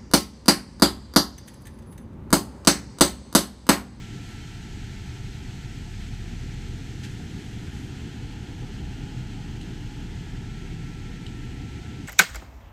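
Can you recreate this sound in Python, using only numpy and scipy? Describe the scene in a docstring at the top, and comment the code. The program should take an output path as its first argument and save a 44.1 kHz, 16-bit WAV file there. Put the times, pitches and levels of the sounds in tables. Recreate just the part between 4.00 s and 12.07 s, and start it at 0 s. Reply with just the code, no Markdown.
"""Small boat cabin, air conditioners running, one hand-held camera microphone starting close by the helm.
From the start: rumble from the ducts, hiss from the vents, blower hum, faint electrical tones, compressor whine.
The camera soon leaves the helm and the whine recedes; soft brushes of the hand, then a light knock on a panel.
It rounds to the side window and a small tick sounds; up at the ceiling the whine is strong again,
a second tick chatters and a higher pair of tones sings up twice. 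Noise, sines and decaying modes make it all."""
import sys
import numpy as np
from scipy import signal
from scipy.fft import rfft, irfft
from scipy.io import wavfile
from scipy.ndimage import map_coordinates

SR = 44100
rng = np.random.default_rng(int(sys.argv[2]) if len(sys.argv) > 2 else 0)


def int16_out(signal):
    """Quantize to a 16-bit WAV file."""
    q = np.round(np.clip(np.atleast_2d(signal).T, -1, 1) * 32767)
    wavfile.write(sys.argv[1], SR, q.astype(np.int16))


N = 355975
T = np.arange(N) / SR  # s

# the camera's moves (start/s, end/s): away from the helm, out into the cabin,
# round to the side window, up to the ceiling
LEAVE, STEP, TURN, LIFT = (0.35, 0.96), (2.17, 3), (2.6, 4.6), (5.9, 6.75)


def move(start, end):
    """A smooth hand movement: 0 before it starts, 1 once it is over."""
    progress = np.clip((T - start) / (end - start), 0, 1)
    return 0.5 - 0.5 * np.cos(np.pi * progress)


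def bump(s, half):
    """A smooth rise and fall round a moment, 1 at its top."""
    return np.exp(-0.5 * ((T - s) / half) ** 2)


def undb(db):
    """Decibels to gain."""
    return 10 ** (np.asarray(db) / 20)


def unit(x):
    """Scale to rms 1."""
    return x / np.sqrt(np.mean(x ** 2))


def walk(rate):
    """Smooth random drift with spread 1, mostly slower than the rate in Hz."""
    bins = np.arange(N // 2 + 1) * SR / N
    return unit(irfft(rfft(rng.standard_normal(N)) / (1 + (bins / rate) ** 4), N))


def noise(colour):
    """Noise of rms 1 with a (f/Hz, level/dB) colour that falls steeply beyond its ends."""
    hz, db = np.transpose(colour)
    bins = np.arange(1, N // 2 + 2) * SR / N
    skirts = np.minimum(bins / hz[0], 1) ** 4 * np.minimum(hz[-1] / bins, 1) ** 4
    gain = undb(np.interp(np.log(bins), np.log(hz), db)) * skirts
    return unit(irfft(rfft(rng.standard_normal(N)) * gain, N))


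def split(x, hz):
    """The parts of a sound below and above a frequency."""
    bins = np.arange(N // 2 + 1) * SR / N
    low = irfft(rfft(x) / (1 + (bins / hz) ** 8), N)
    return low, x - low


def tone(hz):
    """Sine of rms 1 on a moving pitch."""
    cycles = np.cumsum(hz) / SR + rng.random()
    return np.sqrt(2) * np.sin(2 * np.pi * cycles)


def steady_tones(lines, wander_hz, waver_db):
    """Machine tones that waver as the microphone passes through their standing waves."""
    total = 0
    for hz, db in lines:
        wandering = tone(hz + wander_hz * walk(rate=3.2))
        total = total + wandering * undb(db + waver_db * walk(rate=2.3))
    return total


def ring(modes, t):
    """Struck modes (f/Hz, level/dB, t60/s), t seconds after the blow."""
    return sum(undb(db - 60 * t / t60) * np.sin(2 * np.pi * hz * t) for hz, db, t60 in modes)


CABIN_T60_S, CABIN_WET_DB = 0.15, -12.5


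def cabin(x, t60, wet_db, count=5):
    """Short wall reflections; their pattern changes from place to place along the camera's path."""
    t = T[:SR // 5]
    out = x
    for place in range(count):
        # the first reflection comes after 4 ms
        response = rng.standard_normal(len(t)) * undb(-60 * t / t60) * (t > 0.004)
        echoes = signal.fftconvolve(x, response / np.linalg.norm(response))[:N]
        nearness = np.maximum(1 - np.abs(np.linspace(0, count - 1, N) - place), 0)
        out = out + undb(wet_db) * np.sqrt(nearness) * echoes
    return out / np.sqrt(1 + undb(wet_db) ** 2)


# turbulence in the ducts, relative colour (f/Hz, level/dB per Hz)
DUCT_COLOUR = [(15, -18), (23, -3), (32, 0), (48, -2.5), (80, 3), (100, 2), (130, 5.5), (152, -5),
               (172, -3), (215, -7), (238, -11), (285, -10), (355, -17.5), (382, -15), (440, -24),
               (500, -26), (565, -46)]
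DUCT_SPLIT_HZ = 195
DEEP_DB, DEEP_LEAVE_DB, DEEP_STEP_DB, DEEP_LIFT_DB = -40, 2.2, 0.86, -1
FULL_DB, FULL_STEP_DB = -46.5, 3


def duct_rumble():
    """Turbulent air rumbles in the ducts: large eddies below, smaller ones above."""
    deep, full = split(noise(DUCT_COLOUR), DUCT_SPLIT_HZ)
    deep_db = DEEP_DB + DEEP_LEAVE_DB * move(*LEAVE) + DEEP_STEP_DB * move(*STEP) + DEEP_LIFT_DB * move(*LIFT)
    surge_db = 1.0 * walk(rate=13)  # large eddies make the deep rumble lumpy
    churn_db = 1.02 * walk(rate=9)  # smaller eddies stir its body
    body = unit(full) * undb(FULL_DB + FULL_STEP_DB * move(*STEP) + churn_db)
    return unit(deep) * undb(deep_db + surge_db) + body


# hollow note of the vent boxes, relative colour (f/Hz, level/dB per Hz)
VENT_COLOUR = [(480, -11), (565, -18), (640, -7), (680, -7), (725, -1.5), (780, -3.5), (835, 0.7),
               (900, -5.5), (950, -7), (995, -10), (1060, -12.5), (1120, -21.5), (1190, -10), (1300, -22)]
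VENT_DB, VENT_TURN_DB, VENT_LIFT_DB = -57.5, 2, -1.5


def vent_boxes():
    """Air sounds the hollow vent boxes as noise peaked at their resonances."""
    return noise(VENT_COLOUR) * undb(VENT_DB + VENT_TURN_DB * move(*TURN) + VENT_LIFT_DB * move(*LIFT))


# the nearest panel mirrors the hiss: detour at the helm and what the moves add to it (m)
DETOUR_M, DETOUR_TURN_M, DETOUR_LIFT_M = 0.17, 0.059, -0.07
# strength of that reflection at the helm, and what the moves add to it (dB)
MIRROR_DB, MIRROR_TURN_DB, MIRROR_LIFT_DB = -22, 3, 1


def mirrored(x):
    """A close panel adds a slightly later copy; the comb it makes slides as the camera moves."""
    turn, lift = move(*TURN), move(*LIFT)
    detour_m = DETOUR_M + DETOUR_TURN_M * turn + DETOUR_LIFT_M * lift
    late_samples = detour_m / 343 * SR  # speed of sound in m/s
    strength = undb(MIRROR_DB + MIRROR_TURN_DB * turn + MIRROR_LIFT_DB * lift)
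    return x + strength * map_coordinates(x, [np.arange(N) - late_samples], mode="mirror")


# air on the grille slats, relative colour (f/Hz, level/dB per Hz)
GRILLE_COLOUR = [(1190, -19), (1280, -1.5), (1750, 1), (2600, -0.1), (3200, 1.16), (3800, -4.5),
                 (4250, -3.5), (4700, -4.5), (5800, -6), (6300, -4), (6700, -6), (7200, -8), (7900, -7),
                 (8350, -12.5), (9200, -14.5), (9750, -24), (10400, -19.5), (12900, -21.5)]
# narrow band of extra hiss from the slats, relative colour (f/Hz, level/dB per Hz)
SLAT_COLOUR = [(3950, -10), (4250, -4), (4550, -19.5)]
HISS_DB, HISS_TURN_DB = -51, -0.6
SHARP_DB, SHARP_TURN_DB, SHARP_LIFT_DB = -55.5, -2, -0.6
SLAT_DB, SLAT_TURN_DB, SLAT_LIFT_DB = -63.5, -0.2, -5.5


def grille_hiss():
    """Air hisses on the grille slats; the upper hiss is beamed, so it changes most on the turn."""
    turn, lift = move(*TURN), move(*LIFT)
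    soft, sharp = split(noise(GRILLE_COLOUR), hz=3870)
    soft_hiss = mirrored(unit(soft)) * undb(HISS_DB + HISS_TURN_DB * turn)
    sharp_hiss = unit(sharp) * undb(SHARP_DB + SHARP_TURN_DB * turn + SHARP_LIFT_DB * lift)
    slat_db = SLAT_DB + SLAT_TURN_DB * turn + SLAT_LIFT_DB * lift + 1.5 * walk(rate=4.3)
    slats = noise(SLAT_COLOUR) * undb(slat_db)
    flutter = undb(0.38 * walk(rate=16))
    return (soft_hiss + sharp_hiss + slats) * flutter


SHAFT_HZ = 35.9
# overtones of the shaft (multiple, level/dB, level added by the lift to the ceiling/dB)
SHAFT_OVERTONES = [(2, -48.5, 1.5), (3, -48.5, -1)]
# swells of the shaft note, the microphone in a belly of its standing wave (start t/s, end t/s, level/dB)
SHAFT_SWELLS = [(0, 1.55, -46), (1.7, 2.84, -37.5), (4.55, 7.63, -40.5)]
SWELL_FADE_S = 0.57


def blower():
    """The slightly unbalanced wheel shakes the cabin at shaft rate and its multiples."""
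    def fade(s):
        return move(s - SWELL_FADE_S / 2, s + SWELL_FADE_S / 2)

    swell = sum(undb(db) * (fade(start) - fade(end)) for start, end, db in SHAFT_SWELLS)
    hz = SHAFT_HZ * (1 + 0.0035 * walk(rate=1.38))
    out = tone(hz) * swell
    for multiple, db, lift_db in SHAFT_OVERTONES:
        overtone_db = db + lift_db * move(*LIFT) + 2.0 * walk(rate=0.54)
        out = out + tone(multiple * hz) * undb(overtone_db)
    return out


# steady hum of motors, pump and panels (f/Hz, level at the helm/dB,
# level added by the step into the cabin/dB, level added by the lift to the ceiling/dB)
HUM_TONES = [(56.8, -53, 1.5, -2), (121.5, -53, -12.5, -10), (161.6, -54.5, 3, 5), (216.5, -55, 1, -3),
             (254, -70.5, 11.5, 5), (295.2, -68, 9.5, 4), (335.6, -65, -4, -5)]


def machine_hum():
    """Motors, pump and panels hum at fixed pitches, each rebalanced by the step and the lift."""
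    step, lift = move(*STEP), move(*LIFT)
    lines = [(hz, db + step_db * step + lift_db * lift) for hz, db, step_db, lift_db in HUM_TONES]
    return steady_tones(lines, wander_hz=0.31, waver_db=2.5)


# thin electrical tones (f/Hz, level/dB)
ELECTRICAL_TONES = [(7000, -84), (13244, -82), (13530, -89.5), (13817, -83)]


def electrical_tones():
    """Electrical parts sing as faint, high, wavering sines."""
    return steady_tones(ELECTRICAL_TONES, wander_hz=1.4, waver_db=2.0)


# the compressor slows slightly under load
WHINE_HZ, WHINE_SAG_HZ_PER_S = 1348, 0.37
WHINE_DB, WHINE_LEAVE_DB, WHINE_TURN_DB, WHINE_LIFT_DB = -59.5, -8.5, -2.5, 11
# the whine dips briefly (t/s, level change/dB)
DIPS = [(.43, -4), (6.73, -6), (7.44, -1), (8.04, -3)]
WHINE_DIP_S = 0.031  # half-length
# a higher pair of tones sings up briefly (t/s, half-length/s, level/dB)
SING_SWELLS = [(7.134, .045, -58.5), (7.39, .05, -59.5)]
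# that pair (f/Hz, relative level/dB)
SING_PAIR = [(1825, 0.5), (1898, -8)]


def compressor():
    """A whine trembling with the load, clearest at helm and ceiling, where higher tones join briefly."""
    hz = WHINE_HZ - WHINE_SAG_HZ_PER_S * T
    db = WHINE_DB + WHINE_LEAVE_DB * move(*LEAVE) + WHINE_TURN_DB * move(*TURN) + WHINE_LIFT_DB * move(*LIFT)
    db = db + sum(dip_db * bump(s, WHINE_DIP_S) for s, dip_db in DIPS)
    whine = tone(hz + 1.0 * walk(rate=3.9)) * undb(db + 0.68 * walk(rate=10))
    swell = sum(undb(top_db) * bump(s, half) for s, half, top_db in SING_SWELLS)
    return whine + steady_tones(SING_PAIR, wander_hz=2, waver_db=0.5) * swell


# brushes of the hand (t/s, half-length/s, level/dB, extra treble/dB)
HAND_BRUSHES = [(0.291, .06, -58.5, 7), (1.33, .12, -70, 12), (2.03, .09, -68, 11), (3.039, 0.005, -44, -1),
                (3.053, 0.009, -44.5, -1), (3.102, 0.057, -56.5, 1), (3.55, 0.33, -71, 16),
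                (3.81, 0.054, -63, 7), (5.7, .06, -56, -12)]
# their relative colour (f/Hz, level/dB per Hz)
BRUSH_COLOUR = [(1200, -15), (1500, 5), (1800, 12.5), (2150, 1.5), (2800, 8.5), (4200, 1), (7500, -2),
                (10000, -11.5), (13000, -14), (16000, -22)]
BRUSH_SPLIT_HZ = 7500


def hand_brushes():
    """Skin brushes the camera, right at the microphone: grainy noise in short swishes."""
    grain = undb(1.7 * walk(rate=210))
    dull, bright = split(noise(BRUSH_COLOUR) * grain, BRUSH_SPLIT_HZ)
    swishes = 0
    for s, half, db, treble_db in HAND_BRUSHES:
        swishes = swishes + (dull + undb(treble_db) * bright) * undb(db) * bump(s, half)
    return swishes


# one soft knock on a hollow panel
KNOCK_S, KNOCK_DB = 3.2, -43
# the panel's modes (f/Hz, relative level/dB, t60/s)
PANEL_MODES = [(735, -1, 0.065), (850, -7, .04)]


def panel_knock():
    """A soft blow rings the hollow panel's decaying modes."""
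    return undb(KNOCK_DB) * ring(PANEL_MODES, np.maximum(T - KNOCK_S, 0))


# small ticks and their rebounds (t/s, ring level/dB, snap level/dB, pitch ratio of the ring)
TICK_HITS = [(5.6122, -37.5, -46, 1), (5.6145, -47, -45.5, 1.4), (5.6195, -40, -60, 1),
             (5.6305, -43, -60, 1.15), (7.2605, -41, -62, 1.08), (7.2648, -30.5, -46.5, 1),
             (7.2662, -33, -49, 1.27), (7.2828, -43, -60, 1)]
# hard plastic that they ring, at pitch ratio 1 (f/Hz, relative level/dB, t60/s)
PLASTIC_MODES = [(2980, 0.5, 0.017), (3350, -15, .009), (4000, -3, 0.0089)]
# dry snap of the ticks, relative colour (f/Hz, level/dB per Hz)
SNAP_COLOUR = [(1600, -16), (2300, -5), (2900, -1), (3900, 8), (5400, -5), (7500, 1), (9300, -2),
               (11000, -18)]
SNAP_S = 0.0024  # decay time constant


def plastic_ticks():
    """Small ticks snap and chatter on hard plastic: a noise burst over a short modal ring."""
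    snap = noise(SNAP_COLOUR)
    hits = 0
    for s, ring_db, snap_db, pitch in TICK_HITS:
        t = np.maximum(T - s, 0)
        burst = undb(snap_db) * snap * np.exp(-t / SNAP_S)
        # a higher pitch ratio also shortens the ring
        plastic = undb(ring_db) * ring(PLASTIC_MODES, pitch * t)
        onset = 1 - np.exp(-t / 0.0004)
        hits = hits + (burst + plastic) * onset
    return hits


def scene():
    """All sources at the one microphone; vents, knock and ticks also reflect off the cabin walls."""
    air = duct_rumble() + cabin(vent_boxes() + grille_hiss(), CABIN_T60_S, CABIN_WET_DB)
    machines = blower() + machine_hum() + electrical_tones() + compressor()
    handling = hand_brushes() + cabin(panel_knock() + plastic_ticks(), CABIN_T60_S, wet_db=-9)
    return (air + machines + handling)[None]


TOP_HZ = 15600


def record(dry):
    """The camera's microphone dulls the highest treble, and the top is cut."""
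    dull = signal.sosfilt(signal.butter(7, 13400, fs=SR, output="sos"), dry)
    return signal.sosfilt(signal.ellip(10, 0.2, 80, TOP_HZ, fs=SR, output="sos"), dull)


dry = scene()
out = record(dry)
int16_out(out)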